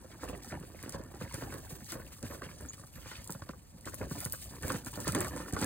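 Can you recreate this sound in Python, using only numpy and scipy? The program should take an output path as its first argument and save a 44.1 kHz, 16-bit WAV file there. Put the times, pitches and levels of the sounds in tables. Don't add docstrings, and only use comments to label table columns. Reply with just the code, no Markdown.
import sys
import numpy as np
from scipy import signal
from scipy.fft import rfft, irfft, next_fast_len
from scipy.io import wavfile
from scipy.ndimage import uniform_filter1d

SR = 44100
rng = np.random.default_rng(int(sys.argv[2]) if len(sys.argv) > 2 else 0)


def put_to_file(sound):
    columns = np.atleast_2d(sound).T
    safe = np.clip(columns, -1, 1)
    whole_steps = np.round(safe * 32767)
    wavfile.write(sys.argv[1], SR, whole_steps.astype(np.int16))


N = 249165
TIME = np.arange(N) / SR

# start in seconds, knock of the tub in dB, clack of the hub in dB,
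# thump of the frame in dB, hardness in dB, pitch of the hub in Hz.
BUMPS = [(0.043, -52, -47.5, -70, -6, 1030), (0.232, -39.5, -37, -49, 0, 964),
         (0.253, -48, -42, -60, -3, 990), (0.295, -41.5, -38, -42, -5, 970),
         (0.329, -36, -42, -49, -10, 1086), (0.467, -45, -61, -57, -3, 1086),
         (0.52, -42, -47, -41, -2, 1086), (0.552, -39, -47, -43, -12, 1086),
         (0.608, -42.5, -62, -46, -6, 1086), (0.632, -42.5, -46, -57, -2.5, 1086),
         (0.745, -46, -51, -64, -12, 1086), (0.832, -42, -56, -45, 4, 1086),
         (0.858, -39, -62, -61, -10, 1086), (0.876, -40.5, -56, -45, 0, 1086),
         (0.943, -37, -35, -47, -5, 1026), (0.995, -36.5, -66, -55, -10, 1086),
         (1.114, -48, -50, -48, -5, 1086), (1.139, -42, -50, -49, -1, 1086),
         (1.21, -37.5, -39, -40, -2, 1124), (1.234, -46, -54, -38, 0, 1086),
         (1.339, -38, -49, -35, 5, 1086), (1.42, -32.5, -35.5, -34.5, -4.5, 1080),
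         (1.456, -41, -62, -44, -17, 1086), (1.523, -37.5, -44, -43, 2, 1086),
         (1.54, -37.5, -43, -56, -2, 1010), (1.705, -44, -50, -57, 1, 1086),
         (1.922, -38, -42, -45, 6, 1086), (1.953, -36.5, -46, -52, -4, 1086),
         (1.996, -44.5, -50, -42, 4, 1086), (2.23, -35, -56, -36.5, -6, 1086),
         (2.261, -47, -59, -46, -2, 1086), (2.301, -42.5, -47, -58, -3.5, 1086),
         (2.332, -42, -51, -59, 0, 1086), (2.348, -46, -47, -62, -5, 1086),
         (2.418, -39, -40, -61, 5.5, 1147), (2.46, -37.5, -62, -60, -14.5, 1086),
         (2.503, -54, -65, -57, 6, 1086), (2.651, -44, -69, -44, -18, 1086),
         (2.734, -50.5, -61, -51, 8, 1086), (2.794, -60, -51, -44.5, -2, 1086),
         (2.835, -57, -48.5, -46, 0.5, 1086), (2.954, -52, -64, -49, 18, 1086),
         (2.978, -49, -58, -46, 3, 1086), (3.057, -47, -45.5, -43.5, -1, 1086),
         (3.113, -45, -47, -53, 11, 1100), (3.294, -42.5, -38, -37.5, -0.5, 1004),
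         (3.348, -47, -42, -39, -3, 1086), (3.419, -45.5, -40, -36.5, 1, 1087),
         (3.491, -38.5, -37.5, -41, -1, 1066), (3.533, -58, -48.5, -48, -0.5, 1086),
         (3.863, -38.5, -48, -40, -1.5, 1050), (3.872, -43.5, -38, -48, 1.5, 1150),
         (3.936, -50, -43, -47, -3.5, 1086), (4.01, -30.5, -34, -33, -11, 1025),
         (4.028, -44, -45, -43, -6, 1086), (4.065, -42, -47, -54, -15, 1086),
         (4.11, -37.5, -40, -30, -0.5, 1086), (4.177, -41.5, -53, -43, -11, 1086),
         (4.256, -41, -43, -32, 2.5, 1086), (4.335, -46.5, -41.5, -47, 4, 1110),
         (4.63, -43, -41, -40, 14, 1086), (4.646, -36.5, -40, -39, -8, 1086),
         (4.7, -29, -27.5, -34, 4.5, 1100), (4.742, -32, -53, -30, 3, 1086),
         (4.865, -37, -43, -37, 4, 1086), (4.973, -40, -39.5, -41, -2, 1086),
         (5.069, -29, -34, -36, 1, 1086), (5.082, -36, -32.5, -31, 1, 1086),
         (5.123, -44, -55, -43, -5, 1086), (5.148, -25, -29, -35.5, 0.5, 1086),
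         (5.17, -39, -47, -38, 1, 1086), (5.189, -45, -44, -37, 3, 1120), (5.208, -32, -37, -50, 7, 1086),
         (5.246, -38, -40.5, -61, 9, 1055), (5.266, -45, -41, -52, 2, 1086),
         (5.361, -36, -41, -55, -2, 1040), (5.4, -34, -40, -43, -2, 1086), (5.468, -41, -57, -60, -7, 1086),
         (5.481, -51, -40.5, -56, -1.5, 1086), (5.529, -29.5, -54, -26.5, -5, 1086),
         (5.564, -31, -31.5, -38, 1.5, 1126), (5.615, -32, -38, -32, -2, 1086),
         (5.623, -29, -33.5, -32.5, 2, 1086), (5.642, -40, -46, -39, -2, 1086)]


def from_db(db):
    return 10 ** (np.asarray(db) / 20)


def rms_one(x):
    return x / np.sqrt(np.mean(x ** 2) + 1e-20)


def energy_one(x):
    return x / np.sqrt(np.sum(x ** 2) / (SR * 0.004) + 1e-20)


def evened(x, seconds):
    power = np.abs(uniform_filter1d(x * x, int(seconds * SR) + 1))
    return x / np.sqrt(power + 1e-3 * np.mean(x * x))


def at_hz(points, hz):
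    table_hz, values = np.array(points).T
    return np.interp(np.log(hz + 1e-9), np.log(table_hz), values)


def add(track, s, sound):
    start = max(int(s * SR), 0)
    track[start:start + len(sound)] += sound[:max(N - start, 0)]


def noise(spectrum):
    gain = from_db(at_hz(spectrum, np.fft.rfftfreq(N, 1 / SR)))
    return rms_one(irfft(rfft(rng.standard_normal(N)) * gain, N))


def drift(rate):
    points = rng.standard_normal(N // 50)
    return rms_one(np.interp(TIME * rate, np.arange(len(points)), points))


def resonate(x, hz, width):
    r = np.exp(-np.pi * width / SR)
    poles = [1, -2 * r * np.cos(2 * np.pi * hz / SR), r * r]
    return signal.lfilter(np.array([1, 0, -1]) * (1 - r * r) / 2, poles, x + 1e-18)


def resonate_twice(x, hz, width):
    return resonate(resonate(x, hz, width), hz, width)


def grains(per_s, spread_db):
    size_db = spread_db * np.minimum(rng.exponential(1, N), 4)
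    return (rng.random(N) < per_s / SR) * from_db(size_db)


def swell(s, length):
    return np.exp(-2 * np.minimum(((TIME - s) / length) ** 2, 10))


def efforts(rows, attack_s, release_s):
    gain = 0
    for s, held, db in rows:
        attack = np.clip((TIME - s) / attack_s, 0, 1)
        release = np.exp(-np.maximum(TIME - s - held, 0) / release_s)
        gain = gain + from_db(db) * attack * release
    return gain


def yard(level_db=-63):
    # frequency in Hz, relative density in dB per Hz.
    yard_colour = [(15, -12), (30, 17.5), (55, 15.5), (120, 3), (400, 0.5), (1000, -2), (3000, -16.5),
                   (8000, -58), (16000, -50)]
    return from_db(level_db) * np.array([noise(yard_colour), noise(yard_colour)])


def rumble(coast_db, shove, lumpy_db=0.5):
    # loudest moment in seconds, level in dB.
    thud_rows = [(0.36, -44), (0.59, -46), (0.77, -52), (1.445, -41), (1.731, -43), (1.833, -45.5),
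                 (2.255, -41), (2.64, -43), (2.969, -45.5), (3.05, -48.5), (3.19, -46.5), (3.39, -64),
                 (3.579, -50.5), (3.753, -46.5), (4.07, -49), (4.15, -48), (4.3, -60), (4.471, -43),
                 (4.53, -50), (4.65, -40), (4.99, -46), (5.09, -34), (5.14, -45), (5.19, -44), (5.55, -41)]
    # frequency in Hz, relative density in dB per Hz.
    ground_colour = [(15, -55), (35, -27), (50, 3.5), (70, 5), (110, 1.5), (150, -3.5), (220, -7),
                     (400, -28), (900, -76)]
    thud = sum(from_db(db) * swell(s, 0.019) for s, db in thud_rows)
    coast = from_db(coast_db + lumpy_db * drift(14))
    pushed = from_db(-15.5) * shove ** 0.69
    gain = np.sqrt(coast ** 2 + pushed ** 2 + thud ** 2)
    return gain * evened(noise(ground_colour), seconds=0.0447)


def tub(force, tilt_db, stretch=1):
    # mode in Hz, width of each resonance in Hz, level in dB.
    tub_modes = [(177, 102, -2.5), (260, 84, 2), (323.5, 178, 2.5), (404, 224, -5), (534.3, 99, 0),
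                 (670, 340, -6), (973, 190, -4.5), (1176, 220, -8), (1400, 110, -13.5), (1635, 196, -8),
                 (1770, 194, -4.5), (2300, 720, -13), (2780, 410, -14.5)]
    lowest_hz = tub_modes[0][0]
    out = 0
    for hz, width, db in tub_modes:
        mode = resonate_twice(force * rng.standard_normal(len(force)), hz * stretch, width)
        out = out + from_db(db + tilt_db * np.log2(hz / lowest_hz)) * rms_one(mode)
    return out


def rattle(gain):
    force = grains(per_s=380 * from_db(6 * drift(45)), spread_db=3.0)
    return gain * evened(tub(force, tilt_db=-0.4), seconds=0.23)


def ring_on(x):
    # frequency in Hz, width in Hz, level in dB.
    ring_modes = [(273, 6.4, -23), (544, 8.3, -26), (1190, 6.8, -32), (1375, 37, -9)]
    return x + sum(from_db(db) * resonate(x, hz, width) for hz, width, db in ring_modes)


def crunch(gain, width_hz=2200, count=16, crisp_above_hz=12000):
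    # frequency in Hz, level in dB.
    chip_colour = [(2000, 4.5), (3300, -7), (4500, -2), (5600, 2), (8500, -1), (11500, 1), (13500, 1),
                   (16000, -1)]
    # time in seconds, level in dB.
    crispness = [(0.5, -1.5), (1.7, 1), (2.6, -1.5), (4.7, 0), (5.0, -3), (5.65, -3)]
    crisp_db = np.interp(TIME, *np.transpose(crispness))
    clumps = np.maximum(drift(70), -1)
    clicks = grains(per_s=3900 * from_db(6 * clumps), spread_db=0.5) * rng.choice([-1, 1], N)
    dealt = rng.integers(0, count, N)
    chips = 0
    for k, hz in enumerate(np.linspace(2500, 15800, count)):
        level_db = at_hz(chip_colour, hz) + 2.0 * drift(25) + crisp_db * (hz > crisp_above_hz)
        chips = chips + from_db(level_db) * resonate(clicks * (dealt == k), hz, width_hz)
    return gain * evened(chips, seconds=0.081)


def crackle(gain, level_db=-7, per_s=95, low_hz=650, high_hz=2700, width_share=0.25, fall_db=-4, count=8):
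    clicks = grains(per_s=per_s, spread_db=4.0)
    dealt = rng.integers(0, count, N)
    wood = 0
    for k, hz in enumerate(np.geomspace(low_hz, high_hz, count)):
        knocks = resonate_twice(clicks * (dealt == k), hz, width_share * hz)
        wood = wood + rms_one(knocks) * from_db(fall_db * np.log2(hz / low_hz))
    return gain * from_db(level_db) * evened(wood, seconds=0.087)


def jolts(chatter_s=0.05, chatter_per_s=900, tilt_db=-1.5, tick_db=-20, tick_hz=4200):
    out, t = np.zeros(N), TIME[:SR // 6]
    contact_s = 0.002
    hit = t / contact_s * np.exp(1 - t / contact_s)
    for s, knock_db, _, _, hardness_db, _ in BUMPS:
        chatter = from_db(5.5 + 0.4 * knock_db) * np.exp(-t / chatter_s)
        chatter = chatter * (rng.random(len(t)) < chatter_per_s / SR)
        cluster = hit * (rng.random(len(t)) < 4000 / SR)
        stretch = np.exp(0.061 * rng.standard_normal())
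        knock = tub(cluster + chatter, tilt_db=tilt_db + 0.52 * hardness_db, stretch=stretch)
        tick = resonate(hit * rng.standard_normal(len(t)), tick_hz, tick_hz)
        both = energy_one(knock) + from_db(tick_db + hardness_db) * energy_one(tick)
        add(out, s, from_db(knock_db) * both)
    return out


def clacks(detune_share=0.025, spread_db=1.2, tilt_db=1.34):
    # mode in Hz, width of each resonance in Hz, level in dB.
    hub_modes = [(535.5, 114, -1), (1086, 240, 0), (1467, 240, -3.5), (1720, 140, -14)]
    out, blow = np.zeros(N), signal.unit_impulse(SR // 15)
    main_hz = hub_modes[1][0]
    for s, _, clack_db, _, hardness_db, hub_hz in BUMPS:
        ring = 0
        chances = rng.standard_normal((len(hub_modes), 2))
        for (hz, width, db), (detune, strength) in zip(hub_modes, chances):
            mode_db = db + spread_db * strength + tilt_db * hardness_db * np.log2(hz / main_hz)
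            mode_hz = hz * hub_hz / main_hz * np.exp(detune_share * detune)
            ring = ring + from_db(mode_db) * rms_one(resonate_twice(blow, mode_hz, width))
        add(out, s + 0.001014, from_db(clack_db) * energy_one(ring))
    return out


def thumps(frame_hz=74, stiff_hz=120, relax_s=0.0094, swell_s=0.0057, lag_s=0.002):
    out, t = np.zeros(N), TIME[:SR // 6]
    cycles = np.cumsum(frame_hz + stiff_hz * np.exp(-t / relax_s)) / SR
    envelope = t / swell_s * np.exp(1 - t / swell_s)
    chances = rng.standard_normal((len(BUMPS), 2))
    for (s, _, _, thump_db, _, _), (detune, phase) in zip(BUMPS, chances):
        swing = np.sin(2 * np.pi * (cycles * np.exp(0.2 * detune) + phase))
        add(out, s + lag_s, from_db(thump_db) * swing * envelope)
    return out


def grinds(level_db=-11, rise_s=0.0084, fall_s=0.0023, per_s=3000, hardness_share=0.62):
    # frequency in Hz, width of each resonance in Hz, level in dB.
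    grit_bands = [(1400, 870, 6), (2000, 1050, -7), (4250, 4100, 1)]
    out, t = np.zeros(N), TIME[:SR // 25] - 0.02
    press = np.exp(np.minimum(t / rise_s, -t / fall_s))
    for s, knock_db, _, _, hardness_db, _ in BUMPS:
        contacts = press * rng.standard_normal(len(t)) * (rng.random(len(t)) < per_s / SR)
        grit = 0
        for hz, width, db in grit_bands:
            grit = grit + from_db(db) * rms_one(resonate_twice(contacts, hz, width))
        add(out, s, from_db(knock_db + level_db + hardness_share * hardness_db) * energy_one(grit))
    return out


def scuffs(slide_db=-6, catch_db=-10.0, ring_cycles=4.1, spread_octaves=0.373):
    # middle in seconds, time from there to 17 dB down in seconds,
    # level in dB, rasp in Hz.
    drags = [(0.119, 0.02, -52, 1980), (0.215, 0.023, -47, 1270), (0.3, 0.071, -55.5, 850),
             (0.517, 0.02, -46, 1840), (0.549, 0.026, -62, 655), (0.939, 0.028, -43, 720),
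             (0.831, 0.085, -50, 1820), (1.224, 0.043, -49.5, 1710), (1.328, 0.07, -49, 2240),
             (1.424, 0.035, -48.5, 1740), (1.907, 0.033, -44, 5130), (2.135, 0.025, -55.5, 2300),
             (2.249, 0.022, -54, 1880), (2.321, 0.072, -58, 2000), (2.451, 0.024, -46, 2270),
             (2.507, 0.019, -50, 1810), (3.085, 0.097, -51, 2600), (3.17, 0.075, -48.5, 3010),
             (3.872, 0.026, -48, 1670), (4.041, 0.033, -53, 1600), (4.224, 0.038, -49, 1750),
             (4.938, 0.0093, -48, 3700), (5.077, 0.035, -38, 1540), (5.206, 0.083, -45, 1400),
             (5.631, 0.029, -38, 1680)]
    # frequency in Hz, relative density in dB per Hz.
    rustle_colour = [(300, -15), (1000, 3.5), (1700, 6), (3000, -2), (5000, 2.5), (10000, -6.5),
                     (16000, -9.5)]
    catches_per_s, size_db = 250, 3.5
    slide = sum(from_db(db) * swell(s, length) for s, length, db, _ in drags)
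    out = noise(rustle_colour) * from_db(slide_db + 1.5 * drift(200)) * slide
    t = TIME[:SR // 60]
    for s, length, db, hz in drags:
        chances = rng.standard_normal((int(catches_per_s * length) + 4, 3)).clip(-2, 2)
        for when, pitch, size in chances:
            cycles = hz * 2 ** (spread_octaves * pitch) * t
            ping = np.sin(2 * np.pi * cycles) * np.exp(-cycles / ring_cycles) * (1 - np.exp(-cycles))
            add(out, s + when * length / 2, from_db(db + catch_db + size_db * size) * energy_one(ping))
    return out


def twigs(tear_s=0.003, fibres_per_s=1100, spread_octaves=0.44, ring_cycles=2.1, size_db=4, count=7):
    # start in seconds, level in dB, pitch in Hz.
    breaks = [(0.143, -53, 980), (0.35, -48, 1340), (0.445, -51, 1470), (0.522, -44, 2300),
              (0.55, -49, 1960), (1.16, -55, 1500), (1.344, -47, 3420), (1.537, -55, 2430),
              (2.229, -49.5, 2000), (2.265, -50, 1900), (2.31, -48.5, 1700), (2.438, -49, 1830),
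              (2.46, -52, 2300), (2.489, -49, 2000), (2.733, -53, 3030), (3.117, -51, 1880),
              (3.153, -48, 3200), (3.421, -53.5, 2750), (3.49, -50, 3960), (3.856, -54, 2580),
              (4.208, -49, 1400), (4.259, -45, 2200), (4.664, -49, 1900), (4.696, -40, 2730),
              (4.735, -53, 1600), (5.079, -41, 2400), (5.097, -50, 1500), (5.148, -37, 2480),
              (5.207, -41, 1970), (5.371, -43.5, 1710), (5.565, -44, 1700), (5.624, -40, 2000)]
    out, t = np.zeros(N), TIME[:SR // 25]
    for s, db, hz in breaks:
        gaps = rng.uniform(0.3, 1.7, count) / fibres_per_s
        delays = np.cumsum(gaps) - gaps[0]
        crack = 0
        for delay, (pitch, size) in zip(delays, rng.standard_normal((count, 2)).clip(-2, 2)):
            cycles = hz * 2 ** (spread_octaves * pitch) * np.maximum(t - delay, 0)
            ring = np.sin(2 * np.pi * cycles) * np.exp(-cycles / ring_cycles) * (1 - np.exp(-cycles))
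            crack = crack + from_db(size_db * size) * np.exp(-delay / (2 * tear_s)) * ring
        add(out, s, from_db(db) * energy_one(crack))
    return out


def snaps(tail_s=0.024, width_share=0.88, crack_s=0.0004):
    # crack in seconds, level in dB, pitch in Hz.
    broken_chips = [(0.24, -47.5, 7740), (0.291, -48.5, 8760), (0.376, -51, 9600), (0.446, -49, 9100),
                    (0.6, -52, 8850), (0.828, -41, 14500), (0.8935, -38, 8200), (0.923, -43.5, 8700),
                    (1.037, -52, 9200), (1.1473, -52.5, 8700), (1.324, -46, 8150), (1.3414, -37, 7900),
                    (1.54, -45.5, 8000), (1.844, -49, 8300), (1.8986, -46, 7750), (1.9203, -36, 8700),
                    (2.2271, -42.5, 7340), (2.61, -47, 13800), (2.66, -52, 9400), (2.732, -47.5, 7260),
                    (3.243, -45, 9450), (3.2745, -41.5, 7650), (3.305, -35.5, 14000), (3.322, -38.5, 8700),
                    (3.491, -57, 13000), (3.8092, -54, 7800), (3.855, -43.5, 7900), (3.896, -49, 7800),
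                    (3.943, -37, 12000), (4.0974, -49, 8950), (4.204, -36, 10800), (4.2448, -38.5, 7950),
                    (4.251, -30.5, 10200), (4.297, -45, 7830), (4.323, -30.5, 11300), (4.417, -46, 10000),
                    (4.443, -43, 14500), (4.624, -42.5, 8200), (4.681, -34, 13000), (4.72, -36, 8400),
                    (4.764, -46, 8800), (4.847, -43.5, 8550), (4.861, -41, 8500), (4.9376, -47, 8300),
                    (5.002, -38, 7800), (5.044, -42, 12700), (5.078, -29.5, 7840), (5.121, -35.5, 8700),
                    (5.148, -30.5, 7840), (5.1856, -43, 8700), (5.205, -29.5, 9100), (5.245, -39, 7700),
                    (5.282, -40, 12800), (5.362, -44, 8200), (5.525, -40, 8700), (5.535, -38.5, 8500),
                    (5.614, -34.5, 7900), (5.643, -33, 8550)]
    lead_s, lead_in_s, lead_in, tail = 0.008, 0.002, 0.11, 0.11
    out, t = np.zeros(N), TIME[:SR // 16] - lead_s
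    after = np.maximum(t, 0)
    rise = lead_in * np.exp(-np.abs(t) / lead_in_s)
    lead_and_tail = np.where(t < 0, rise, tail * np.exp(-after / tail_s))
    thin = signal.butter(2, 3500, "high", fs=SR, output="sos")
    for s, db, hz in broken_chips:
        age = after / crack_s * (hz / 12000) ** 2
        burst = rng.standard_normal(len(t)) * (age * np.exp(1 - age) + lead_and_tail)
        snap = signal.sosfilt(thin, resonate(burst, hz, width_share * hz))
        add(out, s - lead_s, from_db(db) * energy_one(snap))
    return out


def whine(hz=12860, width_hz=280):
    # middle in seconds, time from there to 17 dB down in seconds, level in dB.
    whistles = [(1.427, .1, -65), (2.315, 0.065, -61), (2.965, 0.061, -63), (3.49, 0.025, -69),
                (4.65, 0.14, -66), (5.246, .1, -57)]
    gain = sum(from_db(db) * swell(s, length) for s, length, db in whistles)
    return gain * rms_one(resonate_twice(rng.standard_normal(N), hz, width_hz))


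def flexes(waver=0.034, flutter_db=2):
    # middle in seconds, time from there to 17 dB down in seconds,
    # level in dB, pitch at the middle in Hz, glide in octaves per second.
    hums = [(2.243, 0.022, -46, 240, 5), (5.202, 0.034, -35.5, 368, -4), (5.266, 0.042, -49.5, 1180, -1.5),
            (5.366, 0.03, -45, 292, 2), (5.592, 0.0092, -38, 285, 1)]
    out, wobble = np.zeros(N), np.exp(waver * drift(90))
    for s, length, db, hz, glide in hums:
        pitch = hz * wobble * 2 ** (glide * np.clip(TIME - s, -2 * length, 2 * length))
        tone = np.sqrt(2) * np.sin(2 * np.pi * np.cumsum(pitch) / SR)
        out += from_db(db) * swell(s, length) * tone
    return out * from_db(flutter_db * drift(120))


def bird(start=2.686, top_hz=7000, level_db=-38, length=0.016):
    t = TIME[:int(length * SR)]
    phase = 2 * np.pi * np.cumsum(top_hz - 1000 * np.exp(-t / 0.0035)) / SR
    voices = np.sin(phase) + 0.89 * np.sin(0.99 * phase)
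    note = from_db(level_db) * np.sin(np.pi * t / length) * voices
    out = np.zeros(N)
    add(out, start, note)
    add(out, start + 0.00866, 0.7 * note)
    return out


def scatter(x, count=6):
    lags = (rng.uniform(0.001, 0.012, count) * SR).astype(int)
    return sum(drift(9) * np.pad(x, (lag, 0))[:N] for lag in lags) / np.sqrt(count)


def ports(x):
    # frequency in Hz, lead of the left in radians.
    port_phase = [(30, 0.38), (400, -.4), (900, 0), (1500, 0.23), (3000, 1.84), (4300, 1.63), (5400, 2.94),
                  (8200, 5.99), (9000, 6.3), (11750, 9.4), (14600, 11.76), (16400, 12.4)]
    # frequency in Hz, left minus right in dB.
    port_balance = [(60, 0.5), (130, 0), (350, -2.5), (550, -5), (780, -2.5), (1100, 0.5), (1350, -2),
                    (1800, -0.5), (2300, -2.5), (2900, 0), (16000, 0)]
    # frequency in Hz, share of direct power from 0 to 1.
    port_likeness = [(30, 0.96), (70, 0.81), (130, 1), (400, 0.88), (780, 0.55), (1100, 0.72), (2000, 0.9),
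                     (3300, 0.7), (4500, 1), (5500, 0.97), (7000, 0.73), (11700, 1), (13000, 0.75),
                     (16000, 0.095)]
    size = next_fast_len(N + SR // 10)
    hz = np.fft.rfftfreq(size, 1 / SR)
    alike = np.clip(at_hz(port_likeness, hz), 0, 1)
    sides = np.array([[1], [-1]]) / 2
    direct = rfft(x, size) * np.exp(1j * sides * at_hz(port_phase, hz))
    diffuse = rfft(np.array([scatter(x), scatter(x)]), size)
    mixed = np.sqrt(alike) * direct + np.sqrt(1 - alike) * diffuse
    return irfft(mixed * from_db(sides * at_hz(port_balance, hz)), size)[:, :N]


def scene(tread_crackle_db=-6):
    # time in seconds,
    # ground rumble in dB, tub rattle in dB, chip crunch in dB.
    coasting = [(0, -55.5, -58, -62), (0.7, -52.5, -59, -59), (1.05, -51, -58, -63.5),
                (1.4, -48.5, -51.5, -55), (2.1, -56, -62, -58.5), (2.62, -53, -59.5, -57.5),
                (2.88, -57.5, -65, -60.5), (3.14, -52.5, -64, -57), (3.35, -53.5, -57.5, -57.5),
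                (3.65, -58.5, -72, -65), (3.799, -56, -65.5, -62), (4.1, -52, -63, -57.5),
                (4.4, -53.5, -69, -52), (4.55, -50, -51, -54), (4.83, -53, -59, -60),
                (5.3, -44, -45.5, -56.5), (5.65, -61, -54.5, -50.5)]
    # start in seconds, time to release in seconds, tub rattle in dB.
    shove_rows = [(0.228, 0.11, -48), (0.515, 0.036, -44.5), (0.943, 0.0062, -43.5), (1.205, 0.028, -57),
                  (1.412, 0.095, -51), (1.92, 0.14, -56), (2.225, 0.13, -52), (2.41, 0.027, -55),
                  (2.6, 0.02, -51.5), (3.855, 0.13, -55), (4.005, 0.023, -45), (4.15, 0.1, -52.5),
                  (4.615, 0.028, -49), (4.675, 0.05, -47), (4.93, 0.054, -48.5), (5.06, 0.19, -42),
                  (5.36, 0.046, -54), (5.525, 0.019, -43), (5.612, 0.054, -40)]
    # start in seconds, time to release in seconds, crunch in dB.
    tread_rows = [(0.205, 0.1, -56), (0.42, 0.082, -54), (0.8, 0.15, -62.5), (1.2, 0.027, -54),
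                  (1.33, 0.11, -54.5), (1.5, 0.1, -58), (1.69, 0.044, -50.5), (1.855, 0.085, -50.5),
                  (2.11, 0.055, -55.5), (2.245, 0.11, -54), (2.72, 0.14, -60), (3.06, 0.049, -58),
                  (3.855, 0.19, -57.5), (4.1, 0.15, -48.5), (4.33, 0.14, -53.5), (4.625, 0.14, -47),
                  (4.775, 0.083, -65), (4.865, 0.22, -51), (5.06, 0.24, -50.5), (5.359, 0.026, -44.5),
                  (5.585, .07, -44)]
    s, *columns = np.transpose(coasting)
    rumble_db, rattle_db, crunch_db = [np.interp(TIME, s, column) for column in columns]
    shove = efforts(shove_rows, attack_s=0.0022, release_s=0.041)
    tread = efforts(tread_rows, attack_s=0.0057, release_s=0.02)
    rolling = np.hypot(from_db(rattle_db), shove)
    crunching = np.hypot(from_db(crunch_db), tread)
    crackling = np.hypot(rolling, from_db(tread_crackle_db) * tread)
    plastic = ring_on(rattle(rolling) + jolts() + clacks())
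    barrow = rumble(rumble_db, shove) + plastic + flexes() + thumps()
    mulch = crunch(crunching) + crackle(crackling) + snaps() + twigs() + grinds() + scuffs()
    return ports(barrow + mulch + bird()) + yard() + whine()


def record(dry):
    coloured = dry + 0.5 * resonate(dry, 4650, 250) + 0.38 * resonate(dry, 8510, 520)
    coloured = signal.sosfilt(signal.butter(2, 34, "high", fs=SR, output="sos"), coloured)
    return signal.sosfilt(signal.ellip(10, 0.2, 70, 15900, fs=SR, output="sos"), coloured)


dry = scene()
out = record(dry)
put_to_file(out)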